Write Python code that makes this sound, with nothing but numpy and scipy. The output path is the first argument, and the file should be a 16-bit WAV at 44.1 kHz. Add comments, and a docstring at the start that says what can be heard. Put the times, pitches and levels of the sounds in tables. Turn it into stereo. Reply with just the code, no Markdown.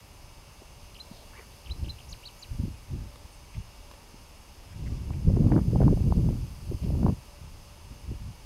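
"""First comes a faint outdoor hush, with the hiss and thin whine of a camera. Then a small bird in
a reed bed sings one short phrase of thin, arched whistles, each a sliding tone echoed by the stems.
Gusts rumble on the microphone's openings, hardest after the song, and little swirls of air burst
there as pops. Now and then a sleeve swishes, the camera ticks in the hand and dry reeds rustle."""
import sys
import numpy as np
from scipy import signal
from scipy.io import wavfile
from scipy.ndimage import uniform_filter1d

SR = 44100
rng = np.random.default_rng(int(sys.argv[2]) if len(sys.argv) > 2 else 0)


def inscribe(sig):
    """Save sig as 16-bit PCM at rate SR to the path in sys.argv[1].

    A 1-D sig is mono; a 2-D sig holds one channel per row.
    Samples are clipped to [-1, 1] before scaling.
    """
    pcm = np.round(np.clip(np.atleast_2d(sig).T, -1, 1) * 32767)
    wavfile.write(sys.argv[1], SR, pcm.astype(np.int16))


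N = 372644
TIME = np.arange(N) / SR

# "Pan" is left level minus right level. "Likeness" is 1 when both sides match, -1 when opposite.
# Each note slides to a turning point and on from it: (turn time [s], lead-in [s], lead-out [s],
# first pitch [Hz], turning pitch [Hz], last pitch [Hz], relative level [dB], turn roundness [0-1])
NOTES = [(.941, 0.0012, 0.011, 6260, 5960, 2100, -7, 0.5), (0.96, 0.009, 0.013, 2300, 3550, 2200, 2.5, .3),
         (1.006, 0.021, 0.012, 2240, 4100, 4030, 0, .4), (1.533, .018, 0.01, 3550, 3830, 4000, -19, .05),
         (1.647, .001, .008, 5800, 5750, 2300, -10, .4), (1.666, 0.0083, 0.013, 2280, 3580, 2010, 4, .3),
         (1.715, 0.028, 0.01, 1920, 3980, 4150, 3.5, 0.36),
         (1.834, 0.0011, 0.0088, 5800, 5760, 2300, -12, .4), (1.855, 0.013, 0.013, 2250, 3630, 2070, 2, .3),
         (1.901, 0.021, 0.012, 2180, 4140, 3800, 3, 0.7), (1.999, 0.018, 0.0117, 2160, 3600, 2200, 1, .35),
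         (2.108, 0.021, 0.017, 5100, 7200, 5360, 2.5, 0.22),
         (2.124, 0.0019, 0.029, 5500, 5150, 1500, 2.5, 0.04),
         (2.269, 0.043, 0.035, 2160, 4550, 2020, 0, 0.18),
         (2.412, 0.022, 0.016, 6800, 7200, 4870, -0.5, 0.4), (2.437, 0.014, 0.024, 4980, 3800, 1520, 0, 0),
         (2.76, .022, .022, 2560, 2520, 2440, -9, .4), (3.324, 0.00079, .028, 9100, 9100, 7900, -2, .4)]
# The bird's throat rings near 4 kHz, so loudness follows pitch: (pitch [Hz], base level [dB])
THROAT = [(1500, -65), (2300, -57), (2850, -49), (3600, -48.5), (4100, -39.5), (4700, -43.5), (5400, -55),
          (6500, -49), (7300, -59), (9000, -57)]
# Where the bird sits between the ears: (pitch [Hz], pan [dB])
BIRD_PAN = [(2900, -3), (4000, -6), (7000, -2)]

# Gusts press on both microphone openings, sway between them and shed small swirls. A head-on gust
# has "bite": it is brighter. (peak time [s], rise [s], hold [s], fall [s], press [dB], sway [dB],
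# swirls [dB], bite [dB per octave])
GUSTS = [(1.7, 0.046, 0.028, 0.091, -38, -26, -60, -8), (1.803, 0.077, 0.084, 0.077, -34, -26, -59.5, -3.5),
         (2.093, 0.057, 0.018, 0.063, -40.5, -34, -71, 1),
         (2.522, 0.035, 0.016, 0.085, -33, -25.5, -73, -7.5),
         (2.596, 0.034, 0.051, 0.1, -31, -28.5, -70, 2.7), (2.93, 0.043, 0.033, 0.14, -31, -31.5, -53.5, 1),
         (3.567, 0.037, 0.014, 0.057, -34, -32, -72, 0), (4.827, 0.11, 0.11, 0.27, -31.5, -28, -51.5, 0.5),
         (5.09, 0.1, 0.11, 0.093, -31.5, -31.5, -52.5, 2),
         (5.274, 0.065, 0.063, 0.11, -22, -34, -43.5, -0.5),
         (5.367, 0.04, 0.081, 0.13, -19.5, -31, -36.5, -0.5),
         (5.549, 0.12, 0.03, 0.064, -20.5, -31, -28.5, 5),
         (5.674, 0.092, 0.16, 0.088, -23.5, -35, -45, 0.5), (5.819, 0.15, 0.11, 0.017, -19, -34, -32.5, 0),
         (6.04, 0.25, 0.044, 0.17, -22.5, -32, -43, -0.2), (6.168, 0.13, 0.11, 0.21, -23, -34.5, -44, 1),
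         (6.725, 0.12, 0.015, 0.045, -30.5, -39, -50, -1.5),
         (6.84, 0.039, 0.11, 0.15, -25.5, -36.5, -42.5, 0),
         (7.022, 0.079, 0.064, 0.057, -22, -33, -34.5, 4.5),
         (7.416, 0.031, 0.022, 0.33, -42.5, -54, -67, -2), (7.915, 0.2, 0.037, 0.087, -45.5, -51, -79, 3),
         (8.102, 0.09, 0.016, 0.071, -30, -33, -56, -2), (8.223, 0.1, 0.063, 0.15, -37, -38, -81, -1.5)]
# The light breeze between gusts: (time [s], sway [dB])
BREEZE = [(0, -75), (.5, -76), (.59, -42), (1, -45), (1.65, -43), (2.3, -46), (3.4, -81), (4.6, -51),
          (6.5, -60), (7.3, -96), (8.45, -58)]
# The wind's deep rumble: (frequency [Hz], relative level [dB])
RUMBLE = [(20, 1.5), (35, -1.5), (52, 5), (100, 2.5), (165, -0.5), (230, -8.5), (320, -16.5), (450, -29),
          (600, -28.5)]
# How closely press and sway move together: (frequency [Hz], likeness [-1 to 1])
SWAY_LIKENESS = [(40, 0.52), (150, 0.53), (400, 0.78)]
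# The higher flutter of small swirls: (frequency [Hz], relative level [dB])
FLUTTER = [(280, 4.5), (400, -12.5), (600, -9), (900, -15), (1300, -26.5), (1900, -32.5), (2800, -42.5)]
# How alike the flutter is left and right: (frequency [Hz], likeness [-1 to 1])
FLUTTER_LIKENESS = [(290, 0.72), (640, -1), (1400, 0.023)]
# Swirls bursting on an opening: (time [s], relative peak [dB], ring [Hz], pan [dB])
POPS = [(0.619, -34.5, 353, 4), (1.111, -27, 196, 3), (2.634, -19, 172, 17), (2.651, -26, 297, 5),
        (2.678, -23, 252, -9), (2.932, -29, 270, 15), (2.954, -24, 168, 5), (3.232, -34, 60.6, 7),
        (3.584, -27.5, 124, 5), (3.789, -36, 54, 15), (4.14, -37, 224, 20), (5.105, -26.5, 850, 8),
        (5.275, -21, 380, 13), (5.301, -25, 477, 25), (5.334, -14, 150, 4), (5.372, -10.5, 302, 2),
        (5.47, -31, 850, 18), (5.503, -30, 750, 22), (5.521, -24, 1620, 10), (5.543, -23, 480, 16),
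        (5.556, -26, 760, 11), (5.56, -7, 288, -2), (5.564, -20.5, 1160, 12), (5.576, -33, 1050, 10),
        (5.59, -25, 990, 10), (5.731, -17, 360, 15), (5.758, -16.5, 710, 10), (5.761, -24, 560, 10),
        (5.804, -16.5, 515, 23), (5.826, -15.5, 540, 17), (5.834, -28, 1050, 13), (5.88, -21, 805, 27.5),
        (5.926, -13, 396, 17), (5.932, -11.5, 335, 6), (5.973, -30.5, 594, 29), (6.06, -8, 142, -3),
        (6.123, -18.5, 805, 21), (6.288, -28.5, 696, 23), (6.305, -25, 416, 16), (6.422, -17, 100, 3),
        (6.713, -24.5, 400, 14), (6.852, -18, 128, 0), (6.903, -29, 545, 26), (7.044, -6.5, 189, -4),
        (7.064, -22, 820, 32), (7.085, -29, 720, 14), (7.122, -16, 190, 7), (8.113, -31.5, 320, 23)]

# Dry ticks of the camera in the hand: (time [s], peak [dB], decay [s])
TICKS = [(3.158, -38, .003), (3.913, -35.5, .004), (3.937, -41, .009)]
# How the camera's shell rings: (frequency [Hz], width [Hz], relative level [dB])
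SHELL = [(400, 220, 0), (1020, 280, -4), (1900, 600, -16)]
# Rustles of dry stems and cloth: (time [s], length [s], centre [Hz], level [dB], pan [dB])
RUSTLES = [(0.618, 0.05, 586, -64, 15), (1.168, 0.15, 4000, -62.5, 9), (1.17, 0.19, 590, -59.5, 10),
           (1.399, 0.026, 420, -52.5, 7), (3.55, 0.028, 2400, -56.5, 9), (3.675, 0.023, 1900, -65, 2),
           (4.732, 0.027, 1660, -61.5, -8), (4.872, 0.024, 1870, -56.5, 4), (4.91, 0.15, 5130, -62, -2),
           (5.136, 0.0071, 2340, -57, 15), (6.838, 0.02, 2650, -56, 3)]
# A sleeve slides: (time [s], rate of passing cloth ribs [Hz], level [dB])
SLEEVE = [(1.32, 1100, -61), (1.34, 1497, -58), (1.36, 1950, -57), (1.38, 2193, -55), (1.41, 1990, -58),
          (1.445, 1340, -61)]

# Still air and microphone hiss: (frequency [Hz], relative level [dB])
HUSH = [(22, -12.5), (42, -22.5), (80, -26.5), (150, -15.5), (280, -16), (450, -18.5), (720, -20.5),
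        (1050, -16.5), (1550, -22.5), (2800, -23.5), (3700, -26.5), (6300, -32.5), (8200, -32.5),
        (11000, -30), (13800, -43), (15500, -44)]
# How alike the hush is left and right: (frequency [Hz], likeness [-1 to 1])
HUSH_LIKENESS = [(60, 0.84), (290, 0.54), (640, 0.63), (1300, -0.7), (3100, 0.34), (6800, -0.54),
                 (15000, 0.96)]
# Which way the hush and hums lean: (frequency [Hz], pan [dB])
HUSH_PAN = [(60, 51.5), (200, -1), (700, 4.5), (1300, 1.5), (2400, 0.5), (8000, -1), (15000, 3)]
# The camera's noisy hums: (frequency [Hz], width [Hz], base level [dB])
HUMS = [(580.4, 5.8, -67.5), (895, 230, -63), (1154, 29, -76), (2676, 230, -70.5), (4860, 1740, -63.5),
        (6280, 450, -82)]
# The camera's thin tones: (frequency [Hz], relative level [dB])
WHINE = [(2170, -80), (2272, -74), (2503, -79), (2659, -75), (2842, -71.5), (3130, -81), (3400, -81),
         (4549, -78), (4657, -74), (4850, -80), (5115, -74), (5131, -72), (5324, -80), (6250, -71.5),
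         (6455, -79), (9092, -79), (9442, -76), (9744, -81), (10767, -79.5)]
# Overtones of the camera's electronic switching: (frequency [Hz], base level [dB])
BUZZ_OVERTONES = [(3900, -88), (4200, -78), (4500, -72.5), (4800, -73), (5400, -79), (5700, -88),
                  (6000, -78.5), (6300, -78.5), (6600, -87), (8100, -85), (8700, -78), (9300, -76),
                  (9900, -88), (10500, -88), (10800, -76.5), (11700, -79), (12900, -77.5), (13800, -80.5),
                  (14400, -93)]
# That buzz swells twice: (time [s], relative level [dB])
BUZZ_SWELLS = [(0, -9), (.6, -9), (1.05, -3), (2.55, -1), (2.9, -7), (5.2, -9), (5.65, -0.5), (6.6, -0.5),
               (6.85, 1.5), (7.45, -7), (8.45, -9)]

SWITCHING_HZ, CUTOFF_HZ = 300, 15750


def bird(waver=0.0033, rasp_below_hz=3200, rasp_per_octave=0.09, dip_hz=3470, dip_width_hz=380):
    """A nearly pure whistle slides through each note, dipping at a narrow pitch gap in the sound path."""
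    direct, wobble = np.zeros((2, N)), drift(245)
    song, rasp = np.zeros(N), drift(900)
    rise_s, fall_s = 0.002, 0.0022
    for s, lead_in_s, lead_out_s, first_hz, turn_hz, last_hz, note_db, roundness in NOTES:
        now = (TIME > s - lead_in_s) & (TIME < s + lead_out_s)
        t = TIME[now] - s
        pitch = glide(t, lead_in_s, lead_out_s, first_hz, turn_hz, last_hz, roundness)
        # the low ends of a note break up into a rasp
        roughness = rasp_per_octave * np.maximum(0, np.log2(rasp_below_hz / pitch))
        pitch = pitch * (1 + waver * wobble[now] + roughness * rasp[now])
        fade = np.clip(np.minimum((t + lead_in_s) / rise_s, (lead_out_s - t) / fall_s), 0, 1)
        dip = 1 - np.exp(-((pitch - dip_hz) / (dip_width_hz / 2)) ** 2)
        loudness = from_db(at_hz(THROAT, pitch) + note_db) * fade * dip
        whistle = loudness * np.sin(2 * np.pi * np.cumsum(pitch) / SR)
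        song[now] += whistle
        direct[:, now] += panned(whistle, at_hz(BIRD_PAN, pitch))
    return direct + reed_echoes(song)


def glide(t, lead_in_s, lead_out_s, first_hz, turn_hz, last_hz, roundness):
    """A note's pitch slides evenly on either side of a rounded turn at t = 0."""
    progress = t / np.where(t < 0, lead_in_s, lead_out_s)
    bend = (np.hypot(progress, roundness) - roundness) / (np.hypot(1, roundness) - roundness)
    return turn_hz * (np.where(t < 0, first_hz, last_hz) / turn_hz) ** bend


def reed_echoes(song, echo_db=-9, decay_s=0.015, count=40):
    """The stems scatter many weak echoes, different ones to each side."""
    out = np.zeros((2, N))
    delays_s, signs = rng.uniform(0.005, 0.11, count), rng.choice([-1, 1], count)
    for k, (delay, sign) in enumerate(zip(delays_s, signs)):
        lag = int(delay * SR)
        out[k % 2, lag:] += sign * from_db(echo_db) * np.exp(-delay / decay_s) * song[:N - lag]
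    return out


def wind(right_lag_s=0.00023):
    """Air tumbles over the microphone's openings, reaching the right one a little later."""
    press_db, sway_db, swirl_db, bite = airflow()
    left, right = rumble(press_db, sway_db, bite) + flutter(swirl_db)
    return np.array([left, np.interp(TIME - right_lag_s, TIME, right)])


def airflow(fade_db=15.5, swirl_speed=1.42, breeze_press_db=-54, breeze_bite=3):
    """Gusts swell, hold and die away over the breeze; gives press, sway, swirls and bite over time."""
    t = TIME[::50]
    s, rise, hold, fall, press_db, sway_db, swirl_db, gust_bite = np.transpose(GUSTS)[:, :, None]
    shape_db = -fade_db * np.maximum(0, np.maximum((s - t) / rise, (t - s - hold) / fall))
    gust_power, breeze_power = from_db(press_db + shape_db) ** 2, from_db(breeze_press_db) ** 2
    press = gust_power.sum(axis=0) + breeze_power
    breeze_sway = from_db(np.interp(t, *np.transpose(BREEZE))) ** 2
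    sway = (from_db(sway_db + shape_db) ** 2).sum(axis=0) + breeze_sway
    # swirls come and go faster than their gust
    swirls = (from_db(swirl_db + swirl_speed * shape_db) ** 2).sum(axis=0) + 1e-12
    bite = ((gust_power * gust_bite).sum(axis=0) + breeze_power * breeze_bite) / press
    levels_db = 10 * np.log10([press, sway, swirls])
    return [np.interp(TIME, t, curve) for curve in (*levels_db, bite)]


def rumble(press_db, sway_db, bite, strong_db=-22, lumpy_db=2.5):
    """A stronger gust sheds smaller swirls, so its rumble is brighter as well as louder."""
    press_tilt = 0.33 * (press_db - strong_db) + bite   # dB per octave
    sway_tilt = 0.37 * (press_db - strong_db) + bite
    press, sway = 0, 0
    for hz, band in noise_bands(RUMBLE, SWAY_LIKENESS, 20.7, 608, count=12):
        press += band[0] * from_db(press_tilt * np.log2(np.clip(hz, 70, 400) / 70))
        sway += band[1] * from_db(sway_tilt * np.log2(max(hz, 45) / 45))
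    lumps_db = lumpy_db * drift(35)
    press = steady(press) * from_db(press_db + lumps_db)
    sway = steady(sway) * from_db(sway_db + lumps_db)
    # the two add up on the left, which faces the wind, and partly cancel on the right
    return np.array([press + sway, press - sway])


def flutter(swirl_db, gain_db=1, strong_db=-22, ragged_db=7.5):
    """Small swirls come in ragged clumps and sound brighter when they are strong."""
    tilt = 0.3 * (swirl_db - strong_db)   # dB per octave
    bands = noise_bands(FLUTTER, FLUTTER_LIKENESS, 266, 3110, count=7)
    noise = sum(band * from_db(tilt * np.log2(hz / 400)) for hz, band in bands)
    clumps = rms_one(from_db(ragged_db * np.clip([drift(85), drift(76)], -2, 2)))
    return panned(noise * clumps * from_db(swirl_db + gain_db), pan_db=8.5)


def pops(gain_db=-6.5):
    """A bursting swirl is one kick of pressure that rings for about one cycle."""
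    out, kick = np.zeros((2, N)), signal.unit_impulse(SR // 20)
    for s, peak_db, hz, pan_db in POPS:
        treble_cut = signal.butter(6, 1.253 * hz, fs=SR, output="sos")
        pulse = signal.sosfilt(treble_cut, resonate(kick, hz, width_hz=hz))
        pop = pulse / np.abs(pulse).max() * from_db(peak_db + gain_db) * rng.choice([-1, 1])
        at = int(s * SR)
        out[:, at:at + len(pop)] += panned(pop, pan_db)
    return out


def camera_ticks():
    """A tick is a sudden, short scuff that rings briefly in the camera's shell."""
    out, t = np.zeros((2, N)), TIME[:SR // 20]
    for s, peak_db, decay_s in TICKS:
        scuff = rng.standard_normal(len(t)) * np.exp(-t / decay_s)
        tick = sum(from_db(db) * rms_one(resonate(scuff, hz, width)) for hz, width, db in SHELL)
        at = int(s * SR)
        out[:, at:at + len(t)] += tick / np.abs(tick).max() * from_db(peak_db)
    return out


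def rustles(width=0.45, grain_db=1.5):
    """Dry stems and cloth rub, making short swells of grainy noise."""
    out, friction = 0, rng.standard_normal(N) * from_db(grain_db * drift(130))
    for s, length_s, hz, level_db, pan_db in RUSTLES:
        scrape = rms_one(resonate(resonate(friction, hz, width * hz), hz, width * hz))
        swell = from_db(level_db) / (1 + (2 * (TIME - s) / length_s) ** 4)
        out += panned(scrape * swell, pan_db)
    return out


def sleeve(uneven=0.09, octave_below_db=-5, fade_s=0.019):
    """Ribs of cloth tick past unevenly, so the swish rises and falls with the arm's speed."""
    rate_hz, level_db = in_time(SLEEVE)
    phase = 2 * np.pi * np.cumsum(rate_hz * (1 + uneven * drift(670))) / SR
    ribs = np.sin(phase) + from_db(octave_below_db) * np.sin(phase / 2)
    swish = rms_one(ribs * drift(280))
    fade = np.clip(np.minimum(TIME - SLEEVE[0][0], SLEEVE[-1][0] - TIME) / fade_s + 0.5, 0, 1)
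    return panned(swish * from_db(level_db) * fade, pan_db=13.5)


def background():
    """The camera's whine, its hums and the hiss all swell a little with its buzz."""
    buzz_db, = in_time(BUZZ_SWELLS)
    swell_db = 0.12 * (buzz_db - buzz_db.mean())
    return whine() * from_db(swell_db) + buzz(buzz_db) + hush(swell_db) + hums(swell_db)


def whine(gain_db=-0.5, waver_db=1.5, spread_db=3):
    """The camera's electronics give thin, steady tones, each wavering a little."""
    out, wobbles = np.zeros((2, N)), [drift(2.4) for _ in range(8)]
    for hz, tone_db in WHINE:
        for_phase, for_level = rng.choice(len(wobbles), size=2, replace=False)
        phase = 2 * np.pi * (hz * TIME + rng.random()) + 0.5 * wobbles[for_phase]
        side_shift = rng.normal(0, 0.041, (2, 1))
        gain = np.sqrt(2) * from_db(tone_db + gain_db + waver_db * wobbles[for_level])
        out += panned(gain * np.sin(phase + side_shift), rng.normal(0, spread_db))
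    return out


def buzz(buzz_db, uneven_db=2):
    """The camera's switching gives a fine buzz of sharp, uneven ticks that swells and fades."""
    ticks = sum(np.sqrt(2) * from_db(at_hz(BUZZ_OVERTONES, hz)) * np.cos(2 * np.pi * hz * TIME)
                for hz in np.arange(BUZZ_OVERTONES[0][0], CUTOFF_HZ, SWITCHING_HZ))
    tick_number = np.round(TIME * SWITCHING_HZ).astype(int)
    strength = from_db(uneven_db * np.clip(rng.standard_normal(tick_number[-1] + 1), -2, 2))
    return panned(ticks * (strength / strength.mean())[tick_number] * from_db(buzz_db), pan_db=3)


def hums(swell_db):
    """The camera hums: noise that rings around a few pitches, mostly alike on both sides."""
    out, noise = 0, rng.standard_normal(N) + 0.57 * rng.standard_normal((2, N))
    for hz, width_hz, level_db in HUMS:
        gain = from_db(level_db + swell_db * min(hz / 5000, 1))
        out += panned(gain * rms_one(resonate(noise, hz, width_hz)), at_hz(HUSH_PAN, hz))
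    return out


def hush(swell_db, base_db=-54.4, patchy_db=0.6):
    """Still air and microphone hiss make a soft noise whose bands each drift in level."""
    out = 0
    for hz, band in noise_bands(HUSH, HUSH_LIKENESS, 19.8, 16040, count=32):
        level_db = base_db + patchy_db * drift(3.5) + swell_db * min(hz / 10000, 1)
        out += panned(band, at_hz(HUSH_PAN, hz)) * from_db(level_db)
    return out


def from_db(db):
    """Turn decibels into a number to multiply by."""
    return 10 ** (np.asarray(db) / 20)


def rms_one(x):
    """Scale a signal so its average strength (rms) is 1."""
    return x / np.sqrt(np.mean(x ** 2) + 1e-20)


def steady(x):
    """Even out slow swings in loudness."""
    return x / np.sqrt(uniform_filter1d(x ** 2, size=2600) + 1e-12)


def in_time(rows):
    """Read a table's columns at every sample."""
    s, *columns = np.transpose(rows)
    return [np.interp(TIME, s, column) for column in columns]


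def at_hz(rows, hz):
    """Read a table at any frequency, with octaves evenly spaced."""
    frequencies, values = np.transpose(rows)
    return np.interp(np.log(hz), np.log(frequencies), values)


def panned(x, pan_db):
    """Make the left side pan_db louder than the right."""
    return x * from_db(np.array([[0.5], [-0.5]]) * pan_db)


def drift(rate_hz):
    """A smooth random wander of about 1 either way."""
    r = np.exp(-40 * np.pi * rate_hz / SR)
    slow = signal.lfilter([1], [1, -2 * r, r * r], rng.standard_normal(N // 20 + 4002))[4000:]
    return np.interp(np.arange(N) / 20, np.arange(len(slow)), rms_one(slow))


def resonate(x, hz, width_hz):
    """Let a sound ring around one frequency; narrower rings longer."""
    r = np.exp(-np.pi * width_hz / SR)
    feedback = [1, -2 * r * np.cos(2 * np.pi * hz / SR), r * r]
    return signal.lfilter(np.array([1, 0, -1]) * (1 - r * r) / 2, feedback, x + 1e-18)


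def noise_bands(spectrum, likeness, low_hz, high_hz, count):
    """Pairs of (centre [Hz], two-channel noise band); together the bands have strength 1."""
    edges = np.geomspace(low_hz, high_hz, count + 1)
    centres = np.sqrt(edges[1:] * edges[:-1])
    white, bands = rng.standard_normal((2, 2, N)), []
    for k, hz in enumerate(centres):
        band_filter = signal.butter(3, edges[k:k + 2], "band", fs=SR, output="sos")
        shared, opposed = signal.sosfilt(band_filter, white[k % 2])
        alike = at_hz(likeness, hz)
        pair = np.sqrt(1 + alike) * shared + np.sqrt(1 - alike) * opposed * [[1], [-1]]
        bands.append(from_db(at_hz(spectrum, hz)) * pair)
    scale = np.std(sum(bands))
    return [(hz, band / scale) for hz, band in zip(centres, bands)]


def scene():
    """Add up the bird, the wind, the small noises and the background."""
    return bird() + wind() + pops() + camera_ticks() + rustles() + sleeve() + background()


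def record(dry):
    """Cut the deepest rumble and the highest treble."""
    dry = signal.sosfilt(signal.butter(2, 25, "high", fs=SR, output="sos"), dry)
    return signal.sosfilt(signal.ellip(12, 0.2, 80, CUTOFF_HZ, fs=SR, output="sos"), dry)


dry = scene()
out = record(dry)
inscribe(out)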